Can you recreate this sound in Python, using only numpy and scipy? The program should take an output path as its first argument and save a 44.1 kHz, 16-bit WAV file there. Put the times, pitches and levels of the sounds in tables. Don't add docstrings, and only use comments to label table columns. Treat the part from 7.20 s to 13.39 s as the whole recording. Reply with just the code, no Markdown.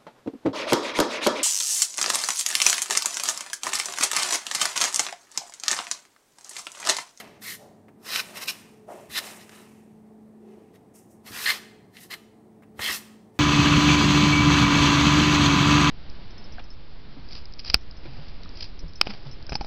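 import sys
import numpy as np
from scipy import signal
from scipy.fft import rfft, irfft, next_fast_len
from scipy.io import wavfile
from scipy.ndimage import uniform_filter1d, map_coordinates

SR = 44100
rng = np.random.default_rng(int(sys.argv[2]) if len(sys.argv) > 2 else 0)


def file_out(sig):
    cols = np.atleast_2d(sig).T
    lim = np.clip(cols, -1, 1)
    pcm = np.round(lim * 32767).astype(np.int16)
    wavfile.write(sys.argv[1], SR, pcm)


N = 272979

# push start in seconds, grip time before it, push time and ease time in seconds,
# swell in dB, rasp, powder hiss and pan body in dB before the mix trims,
# place from 0 (middle of the floor) to 1 (toward the rim), pitch ratio of the pan's ring.
FINGER_STROKES = [ (0.0, .01, 0.0037, 0.0095, -5, -41.5, -47, -47, 0, .99),
                  (0.222, 0.011, 0.065, 0.068, 11.5, -37, -39, -58.5, 0.1, 1.02),
                  (.863, 0.033, 0.091, 0.055, 16, -27, -36, -42.5, .8, 1),
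                  (.993, .006, 0.0049, 0.0094, 3, -25.5, -40.5, -47, 1, 1),
                  (1.158, 0.02993, 0.017, .015, 8.5, -36.5, -42, -46, .54, 1.02),
                  (1.212, 0.029, .022, 0.0087, 6, -35, -39, -46.5, 0.8, 1.02),
                  (1.256, .008, 0.0042, .004, 3.5, -42, -48.5, -50, .8, 1),
                  (1.279, 0.0086, 0.019, 0.012, 1, -26.5, -36, -48, 1, 1),
                  (1.899, 0.0074, 0.052, 0.0075, 13, -37, -43, -59, .1, .98),
                  (1.957, 0.013, .033, 0.0055, 3.5, -25, -35.5, -44, 0.3, .99),
                  (2.02, 0.024, 0.047, 0.075, 5, -46, -56, -54.5, 0.7, 1),
                  (2.2, 0.0397, 0.023, .02, 3, -52, -62.5, -68, 0.3, 1),
                  (2.32, 0.036, 0.052, 0.08, 1.5, -58, -66, -59, 0.54, 1),
                  (3.546, .02, 0.013, .01, 4, -60, -64, -67, 0.02, 1.06),
                  (4.066, .018, .012, 0.03537, 2, -45.5, -49, -52, 0.1, 1.06),
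                  (4.12, .03, 0.039, 0.092, 9, -37.5, -43, -50.5, 0.5, .94),
                  (4.18, 0.029, 0.072, 0.0079, 10, -34.5, -36, -54, .4, .98),
                  (4.257, .004, 0.047, 0.016, 3.5, -20, -33.5, -45, 0, 1.02),
                  (4.319, 0.022, 0.0061, .05, 0, -34.5, -43, -45, 0.4, .99),
                  (4.75, 0.033, 0.032, .014, 7.5, -49, -57.5, -70, 0.11, 1),
                  (4.807, 0.031, 0.027, 0.03, 4, -53.5, -50.5, -79, 0.16, 1),
                  (4.907, .009, 0.035, 0.0073, 5, -34.5, -45.5, -48.5, 0.12, 1.01),
                  (5.617, 0.025, 0.072, 0.05, 5, -26, -37, -42.5, 0.1, 1.03),
                  (5.72, 0.022, .025, 0.033, 4, -34, -35, -52.5, 0.2, 1.05), ]
# frequency in Hz, width in Hz, relative level in dB.
MIDDLE_RESONANCES = [(1123, 240, -13.5), (1788, 166, 4.5), (2082, 152, 2.5), (2590, 150, -12),
                     (3150, 180, -3), (3590, 260, -5.5), (4120, 110, -1), (4960, 220, -11)]
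RIM_RESONANCES = [(1061, 64, -8), (1545, 48, -5), (2435, 130, -4.5), (2766, 390, -3.5), (3950, 130, -1),
                  (5270, 580, -5.5)]
# frequency in Hz, filter gain in dB.
CRUNCH_SPECTRUM = [(300, -27), (800, -33.5), (1200, -6), (3000, 2), (5500, -11), (7000, -11.5),
                   (15000, -25.5)]
POWDER_SPECTRUM = [(1500, -17), (4000, -1.5), (5800, 1), (7000, -0.5), (9500, 2), (11000, -0.5), (13000, 4),
                   (14500, -3.5), (15600, -13.5)]
BODY_SPECTRUM = [(100, -21), (250, -6.5), (450, -0.5), (700, 0.5), (1000, -1), (1300, 2.5), (2200, -30),
                 (6000, -89.5)]
# start, rise and run-out in seconds,
# crumbs and fine dust in dB before the mix trims.
FLOUR_SPILLS = [ (0.0, 0.0086, 0.26, -45, -63.5), (1.0, .06, 0.55, -52, -55.5),
                (1.12, 0.058, 0.39, -46.5, -58), (1.31, 0.03, 0.32, -53, -58),
                (1.665, 0.058, 0.58, -54.5, -60), (1.99, 0.066, 0.39, -44, -47.5),
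                (2.28, .06, 0.47, -53.5, -59), (3.199, 0.11, 0.56, -66, -78), (3.734, 0.028, .15, -64, -56),
                (3.88, 0.047, 0.096, -78.5, -64.5), (5.589, 0.0071, 0.11, -48, -47.5),
                (6.135, 0.021, 0.13, -66.5, -72.5), ]
# frequency in Hz, filter gain in dB.
CRUMB_SPECTRUM = [(500, -17), (900, 2.5), (1200, 0), (1500, -4), (1900, 0.5), (2300, -1), (2700, -0.5),
                  (3400, -8), (4100, -9.5), (6000, -12.5), (10000, -34)]
DUST_SPECTRUM = [(2000, -18.5), (4200, -15), (5500, 1), (7000, 2.5), (9000, 4.5), (11000, -1), (13000, -2),
                 (15000, -5), (15600, -14.5)]
# start, rise and run-out in seconds, level in dB (the flops before a mix trim).
MEAT_FLOPS = [(0.0, 0.0032, 0.31, -51.5), (.38, .04, 0.32, -52.5), (1.03, 0.078, 0.56, -55),
              (1.675, 0.019, 0.26, -41.5), (1.99, 0.02, 0.39, -50)]
MEAT_SETTLING = [ (3.15, .16, .36, -50.5), ]
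# time in seconds, burst level in dB before filter and trim.
PAN_BUMPS = [(.69, -50), (1.898, -39.5), (4.108, -34), (5.597, -33.5), (5.7, -36.5)]
# frequency in Hz, filter gain in dB.
PATTER_SPECTRUM = [(200, -28.5), (380, 2), (480, -6.5), (590, 4), (790, -2.5), (1000, -12.5), (1400, -18.5),
                   (3000, -39), (8000, -88.5)]
SLUMP_SPECTRUM = [(200, -27), (300, -7.5), (370, 9.5), (450, 3), (560, -9), (900, -14), (4000, -72)]
THUD_SPECTRUM = [(30, -30.5), (70, 7), (130, -1), (260, -1.5), (500, -19.5), (3000, -89)]
# time in seconds, level in dB before a small trim.
HUM_LEVEL = [(0.0, -54.5), (0.15, -62.5), (1.55, -57), (1.65, -60), (3.31, -48.5), (3.59, -71.5),
             (3.79, -60), (4.52, -55), (4.88, -72), (5.07, -58), (5.9, -51), (6.19, -64)]
# frequency in Hz, middle level in dB.
MOTOR_TONES = [(107, -68), (134, -78.5), (187, -67.5), (366, -70), (432, -64.5)]
# frequency in Hz, filter gain in dB.
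AIR_SPECTRUM = [(15, -58.5), (25, -22), (144, -6), (215, -4), (267, -5.5), (433, -8.5), (496, -14),
                (583, -15.5), (742, -13.5), (1530, -33.5), (1760, -29.5), (2930, -41.5), (7310, -47.5),
                (8360, -39.5), (15500, -61.5)]
# time in seconds, burst level in dB before filter and trim.
CRUMB_CRACKS = [(0.9599, -3), (0.9911, -25), (2.2935, -22), (4.265, -16), (4.2968, -18.5), (4.7688, -23),
                (4.9197, -26), (4.9446, -40), (5.6616, -11.5)]
FINGER_TAPS = [(.683, -47), (4.163, -32.5), (5.423, -49), (5.433, -49.5), (5.593, -26), (5.699, -24)]
# frequency in Hz, filter gain in dB.
TAP_SPECTRUM = [(120, -12.5), (300, -3), (700, 0), (1200, 2.5), (1900, 0), (3000, -10), (4500, -23.5),
                (12000, -24)]
# delay in milliseconds, level in dB.
RIM_ECHOES = [(1.1, -24.5), (2.3, -11.5), (3.401, -19), (5.2, -9.5)]
# frequency in Hz, 60 dB decay time in seconds.
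KITCHEN_DECAY = [(200, 0.67), (1000, 0.81), (2500, 0.62), (5000, 0.62), (9000, 0.56), (12000, 0.32),
                 (15000, 0.55)]

GRIP_DB = 20
SWELL_CURVE = 1.3
EASE_DB = 9.0
LIFT_DB_PER_S = 800.5
HISS_LAW, BODY_LAW = 0.78, 0.52
RUN_OUT_DB = 27
HUM_HZ, AIR_DB = 216.6, -55.5
RIM_HZ = 2800
LOW_CUT_HZ, TOP_HZ = 34, 15650


def amp(db):
    return 10 ** (np.asarray(db) / 20)


def unit(x):
    return x / np.sqrt(np.mean(x ** 2) + 1e-20)


def steady(x):
    return x / np.sqrt(np.abs(uniform_filter1d(x ** 2, size=1100)) + 1e-9)


def along(points, hz):
    f, v = np.transpose(points)
    return np.interp(np.log(hz + 1), np.log(f + 1), v)


def curve(rows):
    return np.interp(np.arange(N) / SR, *np.transpose(rows))


def wobble(rate):
    knots = rng.standard_normal(int(N * rate / SR) + 4)
    coarse = np.arange(0, N, 16)
    smooth = map_coordinates(knots, [coarse * rate / SR])
    return np.interp(np.arange(N), coarse, smooth)


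def filtered(x, response):
    m = next_fast_len(N + SR // 2)
    hz = np.fft.rfftfreq(m, 1 / SR)
    return irfft(rfft(x, m) * response(hz), m)[:N]


def shaped(x, spectrum):
    return filtered(x, lambda hz: amp(along(spectrum, hz)))


def coloured(x, spectrum):
    return unit(shaped(x, spectrum))


def grains(rate, clump_db, clump_rate):
    slips = (rng.random(N) < rate / SR) * rng.standard_normal(N)
    return unit(slips * amp(clump_db * wobble(clump_rate)))


def bursts(events, t60):
    out, t = np.zeros(N + SR), np.arange(SR // 4) / SR
    for start, db in events:
        puff = amp(db - 60 * t / t60) * rng.standard_normal(len(t))
        out[round(start * SR):][:len(t)] += puff
    return out[:N]


def together(shapes, levels_db):
    return np.sqrt(amp(levels_db) ** 2 @ shapes ** 2)


def pressure(start, grip, push, ease, swell_db):
    t = np.arange(N) / SR - start
    swell = swell_db * np.clip(1 - t / push, 0, 1) ** SWELL_CURVE
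    easing = EASE_DB * np.clip((t - push) / ease, 0, 1) ** 2
    gripping = GRIP_DB * np.maximum(-t, 0) / grip
    lifting = LIFT_DB_PER_S * np.maximum(t - push - ease, 0)
    return amp(-swell - easing - np.minimum(gripping + lifting, 200))


def fingers():
    shapes = np.array([pressure(*row[:5]) for row in FINGER_STROKES])
    *_, rasp_db, hiss_db, body_db, place, pitch = np.transpose(FINGER_STROKES)
    rasp = together(shapes, rasp_db)
    powder = together(shapes ** HISS_LAW, hiss_db)
    push = together(shapes ** BODY_LAW, body_db)
    weight = (amp(rasp_db)[:, None] * shapes) ** 2 + 1e-14
    weight = weight / weight.sum(axis=0)
    return rasp, powder, push, np.clip(place @ weight, 0, 1), pitch @ weight


def ringing(x, modes, sway_db):
    bands = []
    for hz, width, db in modes:
        band = signal.lfilter(*signal.iirpeak(hz, hz / width, SR), x)
        bands.append(band * amp(db + sway_db * wobble(22)))
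    return unit(sum(bands[::2]) - sum(bands[1::2]))


def pan_ring(rasp, place, pitch):
    slips = grains(rate=6000, clump_db=-0.5, clump_rate=230)
    read_at = np.cumsum(pitch)

    def bent(modes):
        return map_coordinates(ringing(slips, modes, sway_db=3.0), [read_at], mode="mirror")

    ring = np.sqrt(1 - place) * bent(MIDDLE_RESONANCES) + np.sqrt(place) * bent(RIM_RESONANCES)
    return amp(-1.5) * rasp * steady(ring)


def scrapes(rasp, powder, push):
    crunch = rasp * steady(coloured(grains(rate=1800, clump_db=0.5, clump_rate=360), CRUNCH_SPECTRUM))
    hiss = powder * coloured(grains(rate=9000, clump_db=1.15, clump_rate=190), POWDER_SPECTRUM)
    body = push * steady(coloured(grains(rate=5000, clump_db=1, clump_rate=140), BODY_SPECTRUM))
    return amp(-8.5) * crunch + amp(0.5) * hiss + amp(-1.5) * body


def slide(start, rise, run_out):
    t = np.arange(N) / SR - start
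    return np.clip(t / rise, 0, 1) * amp(-RUN_OUT_DB * np.maximum(t - rise, 0) / run_out)


def loose_flour():
    shapes = np.array([slide(*row[:3]) for row in FLOUR_SPILLS])
    *_, crumbs_db, dust_db = np.transpose(FLOUR_SPILLS)
    small = grains(rate=5000, clump_db=1.2, clump_rate=49)
    lumps = grains(rate=180, clump_db=0, clump_rate=67)
    crumbs = together(shapes, crumbs_db) * coloured(small + amp(-12) * lumps, CRUMB_SPECTRUM)
    fine = grains(rate=9500, clump_db=1.2, clump_rate=72)
    dust = together(shapes, dust_db) * coloured(fine, DUST_SPECTRUM)
    return amp(-1.0) * crumbs + amp(1.0) * dust


def meat():
    def falling(rows):
        return together(np.array([slide(*row[:3]) for row in rows]), [row[-1] for row in rows])

    soft = coloured(grains(rate=2200, clump_db=0.5, clump_rate=190), PATTER_SPECTRUM)
    patter = falling(MEAT_FLOPS) * steady(soft)
    sliding = coloured(grains(rate=2200, clump_db=2.8, clump_rate=100), SLUMP_SPECTRUM)
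    slump = falling(MEAT_SETTLING) * sliding
    thuds = shaped(bursts(PAN_BUMPS, t60=0.15), THUD_SPECTRUM)
    return amp(3.0) * patter + slump + amp(10) * thuds


def appliance():
    t = np.arange(N) / SR

    def tone(hz, drift):
        return np.sqrt(2) * np.sin(2 * np.pi * hz * t + drift * wobble(6.5))

    hum = amp(curve(HUM_LEVEL) - 0.2) * tone(HUM_HZ, drift=0.2)
    others = sum(amp(db + 3.4 * wobble(5.6)) * tone(hz, drift=0.93) for hz, db in MOTOR_TONES)
    air = amp(AIR_DB) * coloured(rng.standard_normal(N), AIR_SPECTRUM)
    return hum + others + air


def ticks():
    cracks = shaped(bursts(CRUMB_CRACKS, t60=0.016), CRUNCH_SPECTRUM)
    taps = shaped(bursts(FINGER_TAPS, t60=0.06), TAP_SPECTRUM)
    return amp(-7.0) * cracks + amp(6.5) * taps


def rim_bounces(x):
    def comb(hz):
        share = hz ** 4 / (hz ** 4 + RIM_HZ ** 4)
        copies = sum(amp(db) * np.exp(-2j * np.pi * hz * ms / 1000) for ms, db in RIM_ECHOES)
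        power = 1 + share ** 2 * sum(amp(db) ** 2 for ms, db in RIM_ECHOES)
        return (1 + share * copies) / np.sqrt(power)
    return filtered(x, comb)


def kitchen(x):
    hz, t, z = signal.stft(rng.standard_normal(SR), SR, nperseg=256)
    t60 = along(KITCHEN_DECAY, hz)[:, None]
    tail = signal.istft(z * amp(-60 * t / t60), SR, nperseg=256)[1]
    delayed = np.pad(x, (SR // 128, 0))
    return signal.fftconvolve(delayed, tail / np.linalg.norm(tail))[:N]


def scene():
    rasp, powder, push, place, pitch = fingers()
    ring = pan_ring(rasp, place, pitch)
    flour = scrapes(rasp, powder, push) + loose_flour() + meat() + ticks()
    echo = kitchen(amp(-13.5) * flour + amp(-20.5) * ring)
    return (ring + rim_bounces(flour) + echo + appliance())[None]


def record(dry):
    hiss = amp(-79.0) * rng.standard_normal(N)

    def phone(hz):
        return hz ** 2 / (hz ** 2 + LOW_CUT_HZ ** 2) * (hz < TOP_HZ)

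    return filtered(dry[0] + hiss, phone)[None]


dry = scene()
out = record(dry)
file_out(out)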